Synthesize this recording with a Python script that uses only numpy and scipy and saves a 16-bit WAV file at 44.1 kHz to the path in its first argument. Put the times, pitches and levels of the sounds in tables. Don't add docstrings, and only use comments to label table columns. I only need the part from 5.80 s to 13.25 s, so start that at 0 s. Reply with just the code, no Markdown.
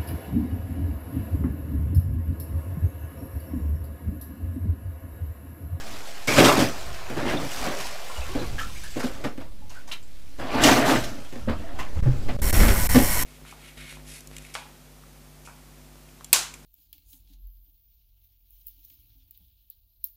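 import sys
import numpy as np
from scipy import signal
from scipy.fft import rfft, irfft, next_fast_len
from scipy.io import wavfile
from scipy.ndimage import uniform_filter1d, map_coordinates

SR = 44100
rng = np.random.default_rng(int(sys.argv[2]) if len(sys.argv) > 2 else 0)


def bounce(signal):
    frames = np.transpose(np.atleast_2d(signal))
    limited = np.clip(frames, -1, 1)
    pcm = np.round(limited * 32767).astype(np.int16)
    wavfile.write(sys.argv[1], SR, pcm)


def voltage_ratio(level):
    return 10 ** (np.asarray(level, float) / 20)


N = 328545
TIME = np.arange(N) / SR

# (frequency [Hz], width [Hz], level [dB])
BUCKET_MODES = [(117, 11.1, -6.5), (193.3, 28.3, -6.5), (246.5, 37, -0.5), (319.3, 49.7, -2),
                (354.4, 26.6, -3), (525, 51, -8.5), (575.7, 22, -7.5), (688, 9.1, -15.5),
                (805, 13.5, -15.5), (1000, 22, -20.5), (1210, 540, -26.5)]
MAIN_MODE = 2
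# (time [s], relative level [dB], crack over the blow [dB],
# pitch of the main mode [Hz], rattle of the shaken ice over the blow [dB])
BLOWS = [(0.478, -11, -14, 272, -22), (0.579, -8, -5, 270, -12), (0.605, 0.5, -14, 325, -24),
         (0.784, -18, -10, 297, -3), (1.299, -14.5, -12, 260, -12.5), (1.368, -19, -14, 347, -8),
         (1.46, -19, -18, 350, -11), (1.53, -18, -17, 361, -5), (1.618, -19, -19, 225, -8.5),
         (1.868, -31, -5, 280, -21), (2.551, -15.5, -14, 294, -7.5), (2.613, -20, -27, 350, -14),
         (3.159, -20.5, -22, 331, -5), (3.191, -35, -5, 224, -9), (3.238, -14, -15, 244, -11),
         (3.439, -13.5, -16, 258, -10.5), (3.576, -26.5, -8.5, 262, -8.5), (4.585, -29.5, -9, 398, -29),
         (4.846, -7, -13, 289, -26), (4.881, -14, 2, 318, -25), (4.955, -9.5, -18, 361, -18),
         (5.106, -20, -18, 306, -19), (5.525, -29, -4, 370, -5), (5.556, -24.5, -11, 233, -10),
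         (5.674, -13, -29, 222, -11.5), (5.696, -21, -12.5, 232, -14), (5.797, -23.5, -24, 217, -15),
         (6.096, -32, -25, 190, -17), (6.484, -20.5, -12, 204, -8.5), (6.747, -26, 9.5, 230, -11),
         (6.803, -16, 3, 207, -5), (6.829, -13, -5.5, 228, -13), (6.882, -14, 3, 233, -27),
         (6.903, -17, 2, 386, -23), (7.146, -3.5, -10.5, 249.6, -8.5), (7.158, -6.5, -4, 241, -9),
         (7.184, -10.5, -4, 257.5, -9)]
# (level over the slush [dB], pitch of the main mode [Hz])
LOAD_DRUMMING = [(0.5, 270), (0.5, 282), (-1.5, 268.5)]
# (time [s], level [dB], pitch [Hz], T60 [s], rattle of the shaken ice over the thud [dB])
FLOOR_BLOWS = [(0.58, -13, 135, 0.15, -24), (2.38, -10, 62, 0.13, -47), (5.677, -15.5, 76.6, 0.2, -40),
               (6.161, -9.5, 75.4, 0.22, -22.5), (6.227, -32, 40.4, 0.18, -4),
               (6.257, 1.5, 128.6, 0.19, -23.5)]


def unit(x):
    return x / np.sqrt(np.mean(x ** 2) + 1e-20)


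def along(points, hz):
    f, v = np.transpose(points)
    return np.interp(np.log(hz + 1), np.log(f + 1), v)


def curves(rows):
    s, *columns = np.transpose(rows)
    return [np.interp(TIME, s, column) for column in columns]


def wobble(rate):
    return map_coordinates(rng.standard_normal(int(N * rate / SR) + 4), [TIME * rate])


def filtered(x, response):
    size = next_fast_len(N + SR // 2)
    return irfft(rfft(x, size) * response(np.fft.rfftfreq(size, 1 / SR)), size)[:N]


def resonant(modes):
    def response(f):
        total = 0
        for k, (centre, width, db) in enumerate(modes):
            damping = 1j * f * width
            total = total + (-1) ** k * voltage_ratio(db) * damping / (centre * centre - f * f + damping)
        return total
    return response


def rush(spectrum, patchy_db, grain_db, grain_rate):
    grains = rng.standard_normal(N) * voltage_ratio(grain_db * wobble(grain_rate))
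    cells = signal.stft(grains, nperseg=512)[2]
    field = uniform_filter1d(rng.standard_normal(cells.shape), size=6, axis=0)
    field = uniform_filter1d(field, size=8, axis=1)
    noise = signal.istft(cells * voltage_ratio(patchy_db * unit(field)), nperseg=512)[1][:N]
    return unit(filtered(noise, lambda hz: voltage_ratio(along(spectrum, hz))))


def rising_tones(start, db, hz, cycles, rise, longest_s):
    t = np.arange(round(longest_s * SR)) / SR
    age = np.outer(hz / cycles, t)
    phase = 2 * np.pi * cycles[:, None] * age * (1 + rise * age)
    tones = voltage_ratio(db)[:, None] * np.exp(-age) * np.sin(phase)
    at = np.round(start * SR).astype(int)[:, None] + np.arange(len(t))
    return np.bincount(at.ravel(), tones.ravel(), N + SR)[:N]


def burst(s, db, t60):
    out, age = np.zeros(N + SR), TIME[:SR]
    swell = 1 - np.exp(-age / 0.0049)
    out[round(s * SR):][:SR] = (voltage_ratio(db - 60 * age / t60) * swell) ** 2
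    return out[:N]


def activity():
    # (time [s], slush [dB], spray [dB], loose ice in the bucket [dB])
    trickle = [(0.0, -43, -44, -46.5), (0.46, -47.5, -45.5, -61), (1.0, -43.5, -43.5, -49),
               (1.3, -41.5, -47.5, -64), (1.75, -40.5, -38, -60), (2.05, -40, -43, -56),
               (2.3, -46, -43.5, -77), (2.57, -40.5, -44, -52), (2.78, -48, -44.5, -44),
               (2.92, -73, -46, -53), (3.13, -52, -45, -63), (3.4, -46.5, -51, -46), (3.7, -69, -72, -59.5),
               (4.5, -65.5, -59, -60.5), (5.4, -53.5, -50.5, -46.5), (5.65, -56, -56.5, -71),
               (5.93, -47.5, -58.5, -44), (6.15, -51, -54.5, -51), (6.45, -51.5, -51, -41),
               (6.62, -51, -55, -37.5), (6.85, -26, -38, -26.5), (7.1, -49, -54, -41.5),
               (7.45, -56, -55, -39.5)]
    # (time [s], slush [dB], spray over the slush [dB])
    slides = [
        [(0.474, -35, 8), (0.482, -27, -0.5), (0.56, -27.5, -2), (0.585, -15.5, -3.5), (0.62, -19, -3.5),
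         (0.66, -18, -3.5), (0.74, -23.5, -5), (0.83, -24, -5), (0.89, -35, -3.5), (0.97, -53.5, 6)],
        [(1.362, -41, -10), (1.375, -33, -20), (1.52, -31.5, -13), (1.6, -36.5, -23), (1.74, -58, 12),
         (1.87, -31.5, -10), (1.9, -32.5, -18), (1.97, -44, 4), (2.08, -59.5, 19.5)],
        [(4.58, -56, -8), (4.6, -36, -13), (4.69, -37, -15), (4.75, -26.5, -15.5), (4.8, -26, -17),
         (4.83, -24, -2.5), (4.87, -15.5, -5.5), (4.95, -21, -4.5), (5.04, -27, -10), (5.11, -20, -5),
         (5.17, -24, -10), (5.21, -34.5, -2), (5.3, -43.5, -3), (5.46, -57, -11)],
    ]
    # (time [s], slush [dB], spray [dB], T60 [s])
    splashes = [(2.785, -47, -38, 0.3), (3.16, -36.5, -41, 0.47), (3.194, -27, -32.5, 0.13),
                (3.23, -31, -35, 0.26), (3.438, -28, -38.5, 0.21), (3.6, -41, -52, 0.24),
                (3.896, -50.5, -50, 0.76), (4.076, -46, -46, 0.26), (4.115, -52, -35.5, 0.16),
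                (5.235, -55, -28, 0.077), (5.68, -30, -59, 0.29), (5.95, -42, -58, 0.49),
                (5.986, -31.5, -38, 0.24), (6.165, -45, -65, 0.31), (6.226, -46, -62, .5),
                (6.485, -29, -53, 0.16)]
    rattle_t60_s = 0.24
    slush, spray, loose = voltage_ratio(curves(trickle)) ** 2
    loads = []
    for rows, (drum_db, _) in zip(slides, LOAD_DRUMMING):
        level_db, spray_db = curves(rows)
        gain = voltage_ratio(level_db) * (TIME > rows[0][0]) * (TIME < rows[-1][0])
        slush = slush + gain ** 2
        spray = spray + (gain * voltage_ratio(spray_db)) ** 2
        loads.append(gain * voltage_ratio(drum_db))
    for s, slush_db, spray_db, t60 in splashes:
        slush = slush + burst(s, slush_db, t60)
        spray = spray + burst(s, spray_db, t60)
    for s, db, *_, rattle_db in BLOWS + FLOOR_BLOWS:
        loose = loose + burst(s, db + rattle_db, rattle_t60_s)
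    return *np.sqrt([slush, spray, loose]), loads


def tumbling_ice(loose_gain, loads):
    tumble = rng.standard_normal(N) * voltage_ratio(1.5 * wobble(120))
    damped = resonant([(hz, 2.1 * width, db) for hz, width, db in BUCKET_MODES])

    def wall(main_hz):
        scale = BUCKET_MODES[MAIN_MODE][0] / main_hz
        return unit(filtered(tumble, lambda hz: damped(hz * scale) / (1 + 1j * hz / 900)))

    boom = loose_gain * wall(255.6)
    for gain, (_, main_hz) in zip(loads, LOAD_DRUMMING):
        boom = boom + gain * wall(main_hz)
    return boom


def bucket_knocks():
    crack_t60_s = 0.088
    rings, cracks, t = np.zeros(N + SR), np.zeros(N + SR), np.arange(SR // 5) / SR
    mode_hz, width, mode_db = np.transpose(BUCKET_MODES)[:, :, None]
    is_main = mode_hz == mode_hz[MAIN_MODE]
    decay = np.exp(-np.pi * width * np.where(is_main, 0.55, 1.2) * t)
    onset = 1 - np.exp(-t / 0.0042)
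    for s, db, crack_db, main_hz, _ in BLOWS:
        tuned = mode_hz * main_hz / mode_hz[MAIN_MODE]
        favour_db = rng.normal(0, 1.8, mode_hz.shape) + 7 * is_main
        tones = np.sin(2 * np.pi * (tuned * t + rng.random(mode_hz.shape)))
        modes = voltage_ratio(mode_db + favour_db) * decay * tones
        crack = voltage_ratio(db + crack_db - 60 * t / crack_t60_s) * rng.standard_normal(len(t))
        at = round(s * SR)
        rings[at:][:len(t)] += voltage_ratio(db - 11) * modes.sum(axis=0) * onset
        cracks[at:][:len(t)] += crack
    return rings[:N] + filtered(cracks[:N], resonant([(1570, 1370, 0.0039)]))


def flowing_water(slush_gain, spray_gain):
    # (frequency [Hz], relative level [dB])
    slush_spectrum = [(210, -54), (350, -6), (447, -8.5), (682, -3), (852, -7.5), (1110, -7.5),
                      (1660, -9.5), (5000, -23.5), (6500, -62), (11000, -120)]
    spray_spectrum = [(1470, -8), (2500, -3), (3870, -5), (5280, -4.5), (8060, -8.5), (8820, -12.5),
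                      (11900, -13.5), (15200, -17.5)]
    surge = voltage_ratio(0.8 * wobble(25))
    slush = rush(slush_spectrum, patchy_db=2.2, grain_db=1.6, grain_rate=250)
    when, pitch, size = rng.random((3, 900))
    gurgle = rising_tones(when * N / SR, -2.2 * np.log(size), 550 * 6 ** pitch, 5 + 12 * size,
                          rise=0.04, longest_s=0.05)
    churn = slush_gain * surge * unit(slush + 0.5 * unit(gurgle))
    spray = rush(spray_spectrum, patchy_db=1.6, grain_db=1.6, grain_rate=400)
    return churn + spray_gain * surge * spray


def drops_and_creaks():
    # (time [s], relative level [dB], starting pitch [Hz], life before a small extension [cycles])
    short_tones = [(0.479, -11, 2160, 8), (.516, -10, 2300, 4.1), (.581, -5, 3100, 1.1),
                   (.646, 9, 3240, 0.34), (.648, -8, 7800, 8.5), (1.569, -23.5, 3470, 6.9),
                   (1.839, -32, 656, 9.5), (1.939, -24.5, 555, 7.3), (1.998, -28.5, 1790, 6),
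                   (2.06, -44, 690, 10), (2.115, -36, 564, 13), (2.226, -42, 560, 7.9),
                   (2.299, -26, 1000, 4.1), (2.359, -34, 2770, 12), (2.362, -27.5, 890, 4.3),
                   (2.416, -27, 2500, 8.4), (2.487, -31.5, 1050, 7.3), (2.49, -39, 740, 14),
                   (2.488, -33, 367, 14), (2.59, -28, 3870, 12), (2.783, -17, 1630, 4),
                   (2.789, -18, 2970, 2.5), (2.809, -22, 1290, 6.2), (2.898, -34.5, 1010, 4.3),
                   (2.958, -31, 2200, 5.3), (3.037, -29, 1650, 7.7), (3.037, -18, 9000, 1.1),
                   (3.617, -36, 900, 2.3), (3.63, -51, 3640, 5.3), (3.819, -46, 820, 12),
                   (3.896, -25.5, 5760, 1.8), (3.954, -33.5, 1440, 10.6), (4.076, -26, 5970, 1),
                   (4.115, -14, 2750, 1.7), (4.118, -18, 3770, 3.6), (4.229, -34, 7200, 3.7),
                   (4.839, 2, 2880, 2.6), (4.838, 12.5, 6300, 0.58), (5.449, -37, 3140, 8.3),
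                   (5.614, -43, 1300, 10), (5.691, -13, 1120, 0.81), (5.842, -34.5, 650, 32),
                   (5.95, -35, 700, 3.5), (5.99, -21.5, 1025, 3.7), (5.993, -24, 1900, 3.6),
                   (5.998, -24, 2680, 4.5), (6.049, -48, 1050, 6.9), (6.486, -24, 1900, 2.3),
                   (6.511, -42, 2300, 13)]
    s, db, hz, cycles = np.transpose(short_tones)
    return rising_tones(s, db, hz, np.abs(cycles) + 0.16, rise=0.0264, longest_s=0.24)


def floor_thuds():
    out, t = np.zeros(N + SR), np.arange(SR // 2) / SR
    swell = 1 - np.exp(-t / 0.033)
    for s, db, hz, t60, _ in FLOOR_BLOWS:
        thud = voltage_ratio(db - 60 * t / t60) * swell * np.sin(2 * np.pi * hz * t)
        out[round(s * SR):][:len(t)] += thud
    return out[:N]


def hiss():
    # (frequency [Hz], relative level [dB])
    hiss_spectrum = [(120, -31), (200, -16), (504, -6.5), (985, -6), (1320, -9.5), (1550, -7.5),
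                     (3320, -16.5), (5410, -11.5), (13900, -5.5), (15200, -16)]
    # (frequency [Hz], width [Hz], level [dB])
    peaks = [(990, 32, 4.5), (1490, 15, 9), (1900, 68, 9), (2200, 69, 10.5), (3090, 93, 6.5), (4240, 46, 5),
             (5550, 14, 17), (7360, 70, 2), (8100, 57, 5), (10070, 67, 2), (11100, 98, -7), (14700, 130, 6)]
    hiss_level = [(6.618, -31), (6.75, -25), (6.9, -29), (7.1, -26), (7.45, -25.5)]
    beat = 2 * np.pi * np.cumsum(92 + 14 * wobble(20)) / SR
    noise = rush(hiss_spectrum, patchy_db=-0.5, grain_db=0.4, grain_rate=1600)
    ringing = filtered(noise, lambda hz: 1 + np.abs(resonant(peaks)(hz)))
    treble = filtered(ringing, lambda hz: 1 / (1 + (6500 / (hz + 1)) ** 4))
    flutter = voltage_ratio(4 * np.sin(beat) - 1.2)
    level = voltage_ratio(curves(hiss_level)[0]) * (TIME > hiss_level[0][0])
    return level * unit(ringing + (flutter - 1) * treble)


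def shelter(x):
    # (frequency [Hz], T60 [s])
    reverberation = [(200, 0.12), (1500, 0.24), (8000, 0.086)]
    out, step = np.zeros(N + SR), SR // 4
    for at in range(0, N, step):
        hz, t, cells = signal.stft(rng.standard_normal(SR // 3), SR, nperseg=256)
        decay = voltage_ratio(-60 * t / along(reverberation, hz)[:, None])
        tail = signal.istft(cells * decay, SR, nperseg=256)[1]
        echo = signal.fftconvolve(x[at:at + step], tail / np.linalg.norm(tail))
        out[at + 100:][:len(echo)] += echo
    return out[:N]


def buffeting():
    # (time [s], level [dB])
    gusts = [(0.0, -46), (0.5, -53), (0.58, -34), (0.66, -43), (1.2, -43), (1.39, -45), (2.03, -43),
             (2.28, -50), (2.38, -43.5), (2.74, -31), (3.05, -40), (4.06, -49), (4.5, -50), (4.86, -34),
             (5.0, -42), (5.23, -35), (5.55, -46), (5.69, -31.5), (6.08, -42.5), (6.18, -23.5), (6.45, -34),
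             (6.68, -19.5), (7.24, -22), (7.45, -28)]
    # (frequency [Hz], relative level [dB])
    rumble_spectrum = [(4.7, -33), (8.0, 2), (49, -3.5), (76, -7.5), (108, -11), (157, -21), (200, -16),
                       (260, -48), (440, -120)]
    rumble = rush(rumble_spectrum, patchy_db=0.1, grain_db=0.8, grain_rate=15)
    air = voltage_ratio(curves(gusts)[0] + 2.76 * wobble(8)) * rumble
    slow = filtered(air, lambda hz: 1 / (1 + (hz / 42) ** 4))
    return air, slow


def background_hush():
    # (frequency [Hz], relative level [dB])
    quiet_spectrum = [(59, -31), (100, 2), (636, -15), (4400, -13), (5780, -17), (6420, -17.5),
                      (12800, -18.5), (15200, -21)]
    return voltage_ratio(-58) * rush(quiet_spectrum, patchy_db=1.2, grain_db=0.8, grain_rate=100)


def dropouts():
    # (start [s], end [s], depth [dB])
    gaps = [(6.206, 6.225, -25), (6.568, 6.588, -25), (6.603, 6.617, -14), (6.710, 6.727, -19),
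            (7.073, 7.091, -30), (7.436, 7.452, -32)]
    dip_db = sum(db * ((TIME > start) & (TIME < end)) for start, end, db in gaps)
    return uniform_filter1d(voltage_ratio(dip_db), size=60)


def scene():
    slush_gain, spray_gain, loose_gain, loads = activity()
    boom = tumbling_ice(loose_gain, loads)
    knocks = bucket_knocks()
    flow = flowing_water(slush_gain, spray_gain)
    short_tones = drops_and_creaks()
    near = flow + boom + voltage_ratio(-7.5) * short_tones + knocks + floor_thuds() + hiss()
    walls = shelter(voltage_ratio(-3) * short_tones + voltage_ratio(-6.5) * knocks + voltage_ratio(-13) * (flow + boom))
    air, slow = buffeting()
    interrupted = (near + walls + air - slow) * dropouts()
    return (interrupted + slow + background_hush())[None]


def band_limit(x):
    return signal.sosfilt(signal.butter(12, 15980, fs=SR, output="sos"), x)


def record(dry):
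    # (time [s], offset before smoothing [full scale])
    resting_offset = [(0, .038), (5.83, .038), (5.92, .072), (6.33, .09), (6.36, -.09), (6.42, -.07),
                      (6.475, .21), (6.555, 0), (6.6, .072), (7.45, .072)]
    top_hz = 15450
    drift = uniform_filter1d(curves(resting_offset)[0], size=1000)
    band_limited = filtered(dry[0], lambda hz: 1 / (1 + (hz / top_hz) ** 60))[None]
    x = band_limited + drift
    soft = x / (1 + np.abs(x / 0.99) ** 8) ** (1 / 8)
    return band_limit(soft)


dry = scene()
out = record(dry)
bounce(out)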